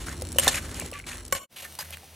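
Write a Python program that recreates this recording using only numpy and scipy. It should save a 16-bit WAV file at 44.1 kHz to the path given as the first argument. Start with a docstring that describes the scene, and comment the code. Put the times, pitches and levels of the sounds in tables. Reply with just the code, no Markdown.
"""Salad in a clay mortar

Close to the microphone, in a kitchen, a metal spoon turns a wet salad. It clinks against the clay
wall and scrapes along it, ringing the modes of both; wet pieces squelch, tick, crackle and plop.
Behind it a motor hums, with room noise and a low rumble. Near 1.5 s the sound fades out for a
moment and returns, quieter and from another position."""
import sys
import numpy as np
from scipy import signal
from scipy.fft import rfft, irfft
from scipy.io import wavfile

SR = 44100
rng = np.random.default_rng(int(sys.argv[2]) if len(sys.argv) > 2 else 0)


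def inscribe(sig):
    """Save sig as 16-bit PCM at rate SR to the path in sys.argv[1].

    A 1-D sig is mono; a 2-D sig holds one channel per row.
    Samples are clipped to [-1, 1] before scaling.
    """
    pcm = np.round(np.clip(np.atleast_2d(sig).T, -1, 1) * 32767)
    wavfile.write(sys.argv[1], SR, pcm.astype(np.int16))


N = 94815
TIME = np.arange(N) / SR
BREAK_S = 1.478  # the position changes here, inside the fade
BEFORE = TIME < BREAK_S

# modes of spoon and mortar: f/Hz, t60/s, relative level/dB when struck at spot A, B, C
MODES = [(541, 0.044, -13.5, -28, -21), (1107, 0.091, -36.5, -38.5, -24), (1490, 0.1, -37, -35, -30.5),
         (1773, 0.036, -35.5, -9, -34), (2215, 0.09, -43, -50.5, -28), (2980, 0.019, -5, -29.5, -16),
         (3620, 0.033, -32, -13, -49), (4316, 0.076, -46.5, -24, -34.5), (5690, 0.074, -30, -21, -30.5),
         (6240, 0.02, -12.5, -16, -25.5), (7080, 0.015, -18.5, -13.5, -16), (7560, 0.21, -28, -25.5, -28),
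         (8850, 0.066, -12.5, -17, -26.5), (9890, 0.12, -27.5, -43.5, -32), (11420, 0.044, -11.5, -15, -18),
         (13030, 0.025, 0, -15, -13)]
SPOT_DB = dict(zip("ABC", np.transpose(MODES)[2:]))
# strikes and rebounds: t/s, spot, ring/dB, ring length factor, crack/dB, crack t60/s, crack low-pass/Hz
CLINKS = [(0.3845, "A", 1, 0.69, -15, 0.052, 12000), (0.396, "A", -3, 0.48, -24, 0.03, 7000),
          (0.4781, "B", 4, 0.73, -13, 0.07, 11000), (.4830, "B", -12.5, 0.55, -16.5, 0.071, 9550),
          (1.3241, "C", 1.5, 1.03, -12, 0.02, 4950), (1.3502, "C", -6.5, 0.67, -25, 0.03, 9300)]
# bare spoon on the wall: t/s, length/s, spot, level/dB, level change/dB
SLIDES = [(1.355, .022, "C", -29, -6.5), (1.376, 0.086, "C", -42, -2)]
# spoon through salad and along clay: t/s, length/s, squelch/dB, squelch f/Hz, scrape/dB, level change/dB
STROKES = [(0, 0.063, -49.5, 1710, -42.5, -7), (0.062, 0.087, -39.5, 1500, -38, -7.5),
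           (0.396, 0.015, -26.5, 2790, -29, -11), (0.409, 0.035, -52, 2650, -34.5, 1.5),
           (0.424, 0.051, -38.5, 1600, -36.5, 8.5), (0.506, 0.027, -39, 2310, -31, -0.5),
           (0.54, 0.044, -30.5, 1950, -29.5, -1.5), (0.588, 0.16, -47, 1490, -44.5, -4),
           (0.745, 0.15, -48.5, 2200, -42, -6.5), (0.929, 0.066, -43.5, 2100, -50.5, 0.5),
           (1.064, 0.091, -43.5, 1920, -39.5, -1.5), (1.162, 0.053, -44.5, 1610, -49.5, -6.5),
           (1.344, 0.035, -38, 2370, -36, -2), (1.559, 0.052, -43, 2760, -44, -4),
           (1.618, 0.032, -45, 2490, -43.5, 1), (1.648, 0.12, -75, 2220, -48.5, -7),
           (1.786, 0.04, -41, 1770, -34, -7), (1.834, 0.096, -58, 1800, -53, 0),
           (1.922, 0.024, -38, 2560, -46, -1)]
# spectrum of the scrape: f/Hz, relative density/dB
SCRAPE_SPECTRUM = [(150, -17), (500, 1.5), (900, 1.5), (2500, -0.5), (4000, 3.5), (4800, 0), (7500, 1),
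                   (11000, 1), (15000, -2.5), (16500, -44.5)]
# singing spoon edge: t/s, length/s, f/Hz, level/dB
SQUEALS = [(0.432, 0.03, 11670, -24.5), (0.908, 0.08, 1152, -41.5), (1.786, 0.034, 4930, -33)]
# wet pieces parting: t/s, level/dB, centre f/Hz
TICKS = [(0.092, -28.5, 7300), (0.2114, -27, 6900), (0.221, -20.5, 9800), (0.2882, -29, 7900),
         (.319, -24.5, 7600), (.327, -24, 10100), (0.4673, -16.5, 2900), (0.5564, -18, 6800),
         (0.7436, -25.5, 7000), (0.7982, -16, 11500), (.862, -26.5, 8700), (0.9148, -26.5, 10800),
         (0.992, -29.5, 11200), (1.171, -29, 11000), (1.2511, -27.5, 7600), (1.264, -33, 6540),
         (1.2805, -28.5, 9050), (1.789, -28, 8000), (1.9062, -28.5, 10200), (1.9705, -34.5, 9800)]
# fine crackle of the dressing: t/s, level/dB
CRACKLE_LEVEL = [(.9, -45), (1.3, -49), (1.52, -68), (1.75, -49), (2.1, -60)]
# bursting air pockets, then soft pieces hitting the mortar: t/s, level/dB, starting f/Hz, t60/s
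POPS = [(0.084, -17, 1560, 0.011), (0.544, -16, 2500, 0.022), (.753, -25.5, 3040, 0.01),
        (0.795, -22.5, 1620, 0.0089), (0.8066, -22, 2620, 0.0081), (.817, -27.5, 2300, 0.025),
        (.931, -27.5, 2670, 0.018), (.953, -27, 2410, 0.025), (0.999, -24.5, 2200, 0.016),
        (1.04, -32, 2280, 0.021), (1.129, -30.5, 2680, 0.017), (1.651, -31.5, 1785, 0.061),
        (1.8262, -25, 1670, 0.012), (1.9717, -28.5, 1850, 0.0068)]
KNOCKS = [(0.2202, -20.5, 582, 0.042), (0.3597, -22.5, 574, 0.033), (0.4723, -2.5, 850, 0.0067),
          (0.481, -32.5, 172.4, 0.098), (0.822, -23, 710, 0.019), (0.8588, -27.5, 490, .03),
          (0.9239, -30, 565, 0.041), (1.3252, -21, 380, 0.019), (1.79, -22.5, 964, 0.018),
          (1.908, -35, 696, 0.02), (2.032, -36, 892, 0.04)]
# decay of the kitchen: f/Hz, t60/s
ROOM_T60 = [(1000, 0.16), (16000, 0.03)]
# motor lines before and after the break: f/Hz, relative level/dB
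HUM_BEFORE = [(49, -51), (75, -50.5), (92, -51.5), (148, -69.5), (245, -57), (347, -61)]
HUM_AFTER = [(80, -50.5), (151, -59.5)]
# spectra of the room noise in each position and of the rumble: f/Hz, relative density/dB
AIR_BEFORE = [(20, -29), (60, -38.5), (130, -6), (300, -0.5), (700, -12.5), (2000, -18), (5000, -24),
              (14000, -23)]
AIR_AFTER = [(20, -21), (50, -25.5), (80, -8.5), (150, 0), (300, -6.5), (750, -8), (1250, -14.5),
             (2500, -10), (6000, -14), (14000, -17.5)]
RUMBLE_SPECTRUM = [(20, -44), (36, -37.5), (47, -3), (90, -3.5), (115, -11.5), (150, -5), (200, -19.5),
                   (600, -55), (2000, -92)]
# envelopes of hum, room noise, rumble and the overall fade: t/s, gain/dB
HUM_GAIN = [(.8, 6), (.95, 0.5), (1.35, 4), (1.42, -19), (1.53, -23), (1.63, 0), (2.02, -1.5), (2.15, -5)]
AIR_GAIN = [(0, -43), (.4, -41.5), (.85, -41), (.93, -49), (1.3, -48.5), (1.45, -59), (1.62, -50),
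            (1.95, -49.5), (2.15, -50.5)]
RUMBLE_GAIN = [(0, -37), (.33, -39.5), (.41, -36), (.66, -40), (.86, -39.5), (.91, -54), (1.11, -47),
               (1.25, -61), (1.34, -36), (1.41, -69)]
FADE = [(1.44, -2.5), (1.455, -13), (1.467, -40.5), (1.485, -41), (1.50, -13), (1.525, 2), (1.56, -1.5)]
# lead of the left channel in each position: f/Hz, phase/rad
PHASE_BEFORE = [(0, 0), (4300, -.1), (4900, -1.6), (5300, -5.7), (5900, -6.25), (7400, -6.3), (13200, -9.4),
                (16500, -9.45)]
PHASE_AFTER = [(0, 0), (1200, -.2), (1800, .6), (2600, 0), (6500, -.5), (7300, -2.2), (8000, -6),
               (11400, -6.3), (12300, -6.9), (16000, -7.9)]


def clinks(rise_s=0.0013):
    """Metal meets clay: a gritty crack and a ring that the food damps quickly."""
    out, t = np.zeros(N), TIME[:SR // 4]
    for s, spot, ring_db, longer, crack_db, t60, dull_hz in CLINKS:
        pole = np.exp(-2 * np.pi * dull_hz / SR)
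        dulled = signal.lfilter([1], [1, -pole], rng.standard_normal(len(t)))
        crack = amp(crack_db - 60 * t / t60) * unit(band(dulled, hz=2200, q=0.24))
        blow = amp(ring_db) * ring(SPOT_DB[spot], longer) + crack
        add(out, s, np.minimum(t / rise_s, 1) * blow)
    return out


def ring(levels_db, longer=1):
    """The dying modes of spoon and mortar, unsteady because the two stay in contact."""
    t = TIME[:SR // 4]
    return sum(amp(db - 60 * t / (t60 * longer)) * tone(hz * t, rough=0.41, rate_hz=76)
               for (hz, t60, *_), db in zip(MODES, levels_db))


def slides():
    """Friction feeds the modes of the spot that was just struck."""
    out = np.zeros(N)
    for start, length, spot, db, change_db in SLIDES:
        shape = contact(length, change_db)
        singing = unit(signal.fftconvolve(rng.standard_normal(N), ring(SPOT_DB[spot]), "valid"))
        add(out, start, amp(db) * shape * singing[:len(shape)])
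    return out


def strokes(catch_db=3, ring_db=-7.5):
    """Tiny slips on rough clay hiss and ring the spoon; the wet leaves squelch in a broad resonance."""
    squelch, pressure = np.zeros(N), np.zeros(N)
    for start, length, squelch_db, hz, scrape_db, change_db in STROKES:
        shape = contact(length, change_db)
        wet = unit(band(grains(N // 4, per_s=3500, spread_db=3), hz, q=1.6, order=2))
        add(squelch, start, amp(squelch_db) * shape * wet[:len(shape)])
        add(pressure, start, amp(scrape_db) * shape)
    catching = amp(catch_db * wander(N, rate_hz=104).real)  # the spoon catches and slides unevenly
    slips = catching * pressure * colour(grains(N, per_s=9000, spread_db=2), SCRAPE_SPECTRUM)
    body = ring(np.mean(list(SPOT_DB.values()), axis=0))
    ringing = signal.fftconvolve(slips, body / np.linalg.norm(body))[:N]
    return catching * squelch + slips + amp(ring_db) * ringing


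def contact(length, change_db, rise_s=0.0051, release_s=0.005):
    """The spoon bears down, eases off or presses harder, and lifts."""
    t = np.arange(0, length + 6 * release_s, 1 / SR)
    lift = np.exp(-np.maximum(t - length, 0) / release_s)
    return np.minimum(t / rise_s, 1) * amp(change_db * t / length) * lift


def squeals():
    """The edge of the spoon sticks and slips, so one rough note swells and fades."""
    out, t = np.zeros(N), TIME[:SR // 8]
    for s, length, hz, db in SQUEALS:
        swell = np.sin(np.pi * np.minimum(t / length, 1))
        add(out, s, amp(db) * swell * tone(hz * t, rough=1.6, rate_hz=hz * 0.032))
    return out


def ticks(rise_s=0.00037, t60=0.011, burst_s=0.0016):
    """Films of dressing snap: a few clear ticks over a fine crackle."""
    out, t = np.zeros(N), TIME[:SR // 20]
    for s, db, hz in TICKS:
        snap = unit(band(rng.standard_normal(len(t)), hz, q=1.2))
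        add(out, s, amp(db - 60 * t / t60) * np.minimum(t / rise_s, 1) * snap)
    burst = rng.standard_normal(len(t)) * np.exp(-t / burst_s)
    bursts = signal.fftconvolve(grains(N, per_s=180, spread_db=3.5), burst)[:N]
    return out + unit(band(bursts, hz=8500, q=0.47)) * envelope(CRACKLE_LEVEL)


def plops(rise_s=0.00047, sag=0.15, sag_s=0.0027):
    """Air pockets in the dressing pop; soft pieces knock on the clay, duller and sagging in pitch."""
    out, t = np.zeros(N), TIME[:SR // 12]
    rise = np.minimum(t / rise_s, 1)
    pitch = 1 - sag * (1 - np.exp(-t / sag_s))
    for s, db, hz, t60 in POPS:
        add(out, s, rise * amp(db - 60 * t / t60) * tone(hz * t, rough=0.7, rate_hz=600))
    for s, db, hz, t60 in KNOCKS:
        turns = np.cumsum(hz * pitch) / SR
        add(out, s, rise * amp(db - 60 * t / t60) * tone(turns, rough=0.6, rate_hz=200))
    return out


def room(x):
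    """The kitchen answers with a short diffuse tail, different in each channel."""
    hz, t, noise = signal.stft(rng.standard_normal((2, SR // 3)), SR, nperseg=256)
    decay = amp(-60 * t / spectrum(ROOM_T60, hz)[:, None])
    tail = signal.istft(noise * decay, SR, nperseg=256)[1]
    return signal.fftconvolve(x[None], tail / np.linalg.norm(tail[0]), axes=1)[:, :N]


def air():
    """Room noise in each position, nearly the same in both channels."""
    noise = rng.standard_normal(N) + amp(-14.5) * rng.standard_normal((2, N))
    return np.where(BEFORE, colour(noise, AIR_BEFORE), colour(noise, AIR_AFTER)) * envelope(AIR_GAIN)


def motor():
    """A motor hums in the background: low lines that waver in level and phase."""
    before = sum(amp(db) * unit(tone(hz * TIME, rough=0.97, rate_hz=5.6)) for hz, db in HUM_BEFORE)
    after = sum(amp(db) * unit(tone(hz * TIME, rough=1, rate_hz=5.6)) for hz, db in HUM_AFTER)
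    return np.where(BEFORE, before, after) * envelope(HUM_GAIN)


def rumble():
    """Low noise, probably from handling, that all but stops at the break."""
    return colour(rng.standard_normal(N), RUMBLE_SPECTRUM) * envelope(RUMBLE_GAIN)


def tone(turns, rough, rate_hz):
    """A sine of the given running phase that wavers in level and pitch."""
    carrier = np.exp(2j * np.pi * (turns + rng.random()))
    return ((1 + rough * wander(len(turns), rate_hz)) * carrier).real / np.sqrt(1 + rough ** 2)


def wander(size, rate_hz):
    """Smooth complex random drift, rms 1."""
    slow = np.exp(-(np.fft.fftfreq(size, 1 / SR) / rate_hz) ** 2)
    drift = np.fft.ifft(slow * np.exp(2j * np.pi * rng.random(size)))
    return drift / np.sqrt(np.mean(abs(drift) ** 2))


def grains(size, per_s, spread_db):
    """Random tiny impulses of uneven strength."""
    occurs = rng.random(size) < per_s / SR
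    sign = rng.choice([-1, 1], size)
    return occurs * sign * amp(spread_db * np.minimum(rng.exponential(1, size), 4))


def band(x, hz, q, order=1):
    """Band-pass around a centre."""
    ratio = np.exp(0.5 / q)
    edges = [min(hz / ratio, SR / 3), min(hz * ratio, SR / 2 - 500)]
    return signal.sosfilt(signal.butter(order, edges, "band", fs=SR, output="sos"), x)


def colour(x, points):
    """Gives a long signal a spectrum, at rms 1."""
    return unit(irfft(rfft(x) * amp(spectrum(points, np.fft.rfftfreq(N, 1 / SR))), N))


def spectrum(points, hz):
    """Reads a table on a log-frequency axis."""
    f, value = np.transpose(points)
    return np.interp(np.log(hz + 1), np.log(f + 1), value)


def envelope(points):
    """Gain at each sample from points of t/s, gain/dB."""
    return amp(np.interp(TIME, *np.transpose(points)))


def amp(db):
    """Decibels to gain."""
    return 10 ** (np.asarray(db) / 20)


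def unit(x):
    """Scales to rms 1."""
    return x / np.sqrt(np.mean(x ** 2) + 1e-20)


def add(mix, s, sound):
    """Mixes a sound in at a time."""
    part = mix[max(round(s * SR), 0):][:len(sound)]
    part += sound[:len(part)]


def scene():
    """The mortar close to the microphone, its room tail and the kitchen behind it."""
    mortar = clinks() + slides() + strokes() + squeals() + ticks() + plops()
    return mortar + amp(-14) * room(mortar) + air() + motor() + rumble()


def record(dry):
    """The stereo microphone: channel phase in each position, the fade between them, a band limit."""
    hz, left = np.fft.rfftfreq(2 * N, 1 / SR), rfft(dry[0], 2 * N)
    leads = (np.interp(hz, *np.transpose(points)) for points in (PHASE_BEFORE, PHASE_AFTER))
    before, after = (irfft(left * np.exp(1j * lead))[:N] for lead in leads)
    pair = np.array([np.where(BEFORE, before, after), dry[1]]) * envelope(FADE)
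    low_pass = signal.firwin(255, cutoff=16300, window=("kaiser", 9), fs=SR)
    return signal.oaconvolve(pair, low_pass[None], "same")


dry = scene()
out = record(dry)
inscribe(out)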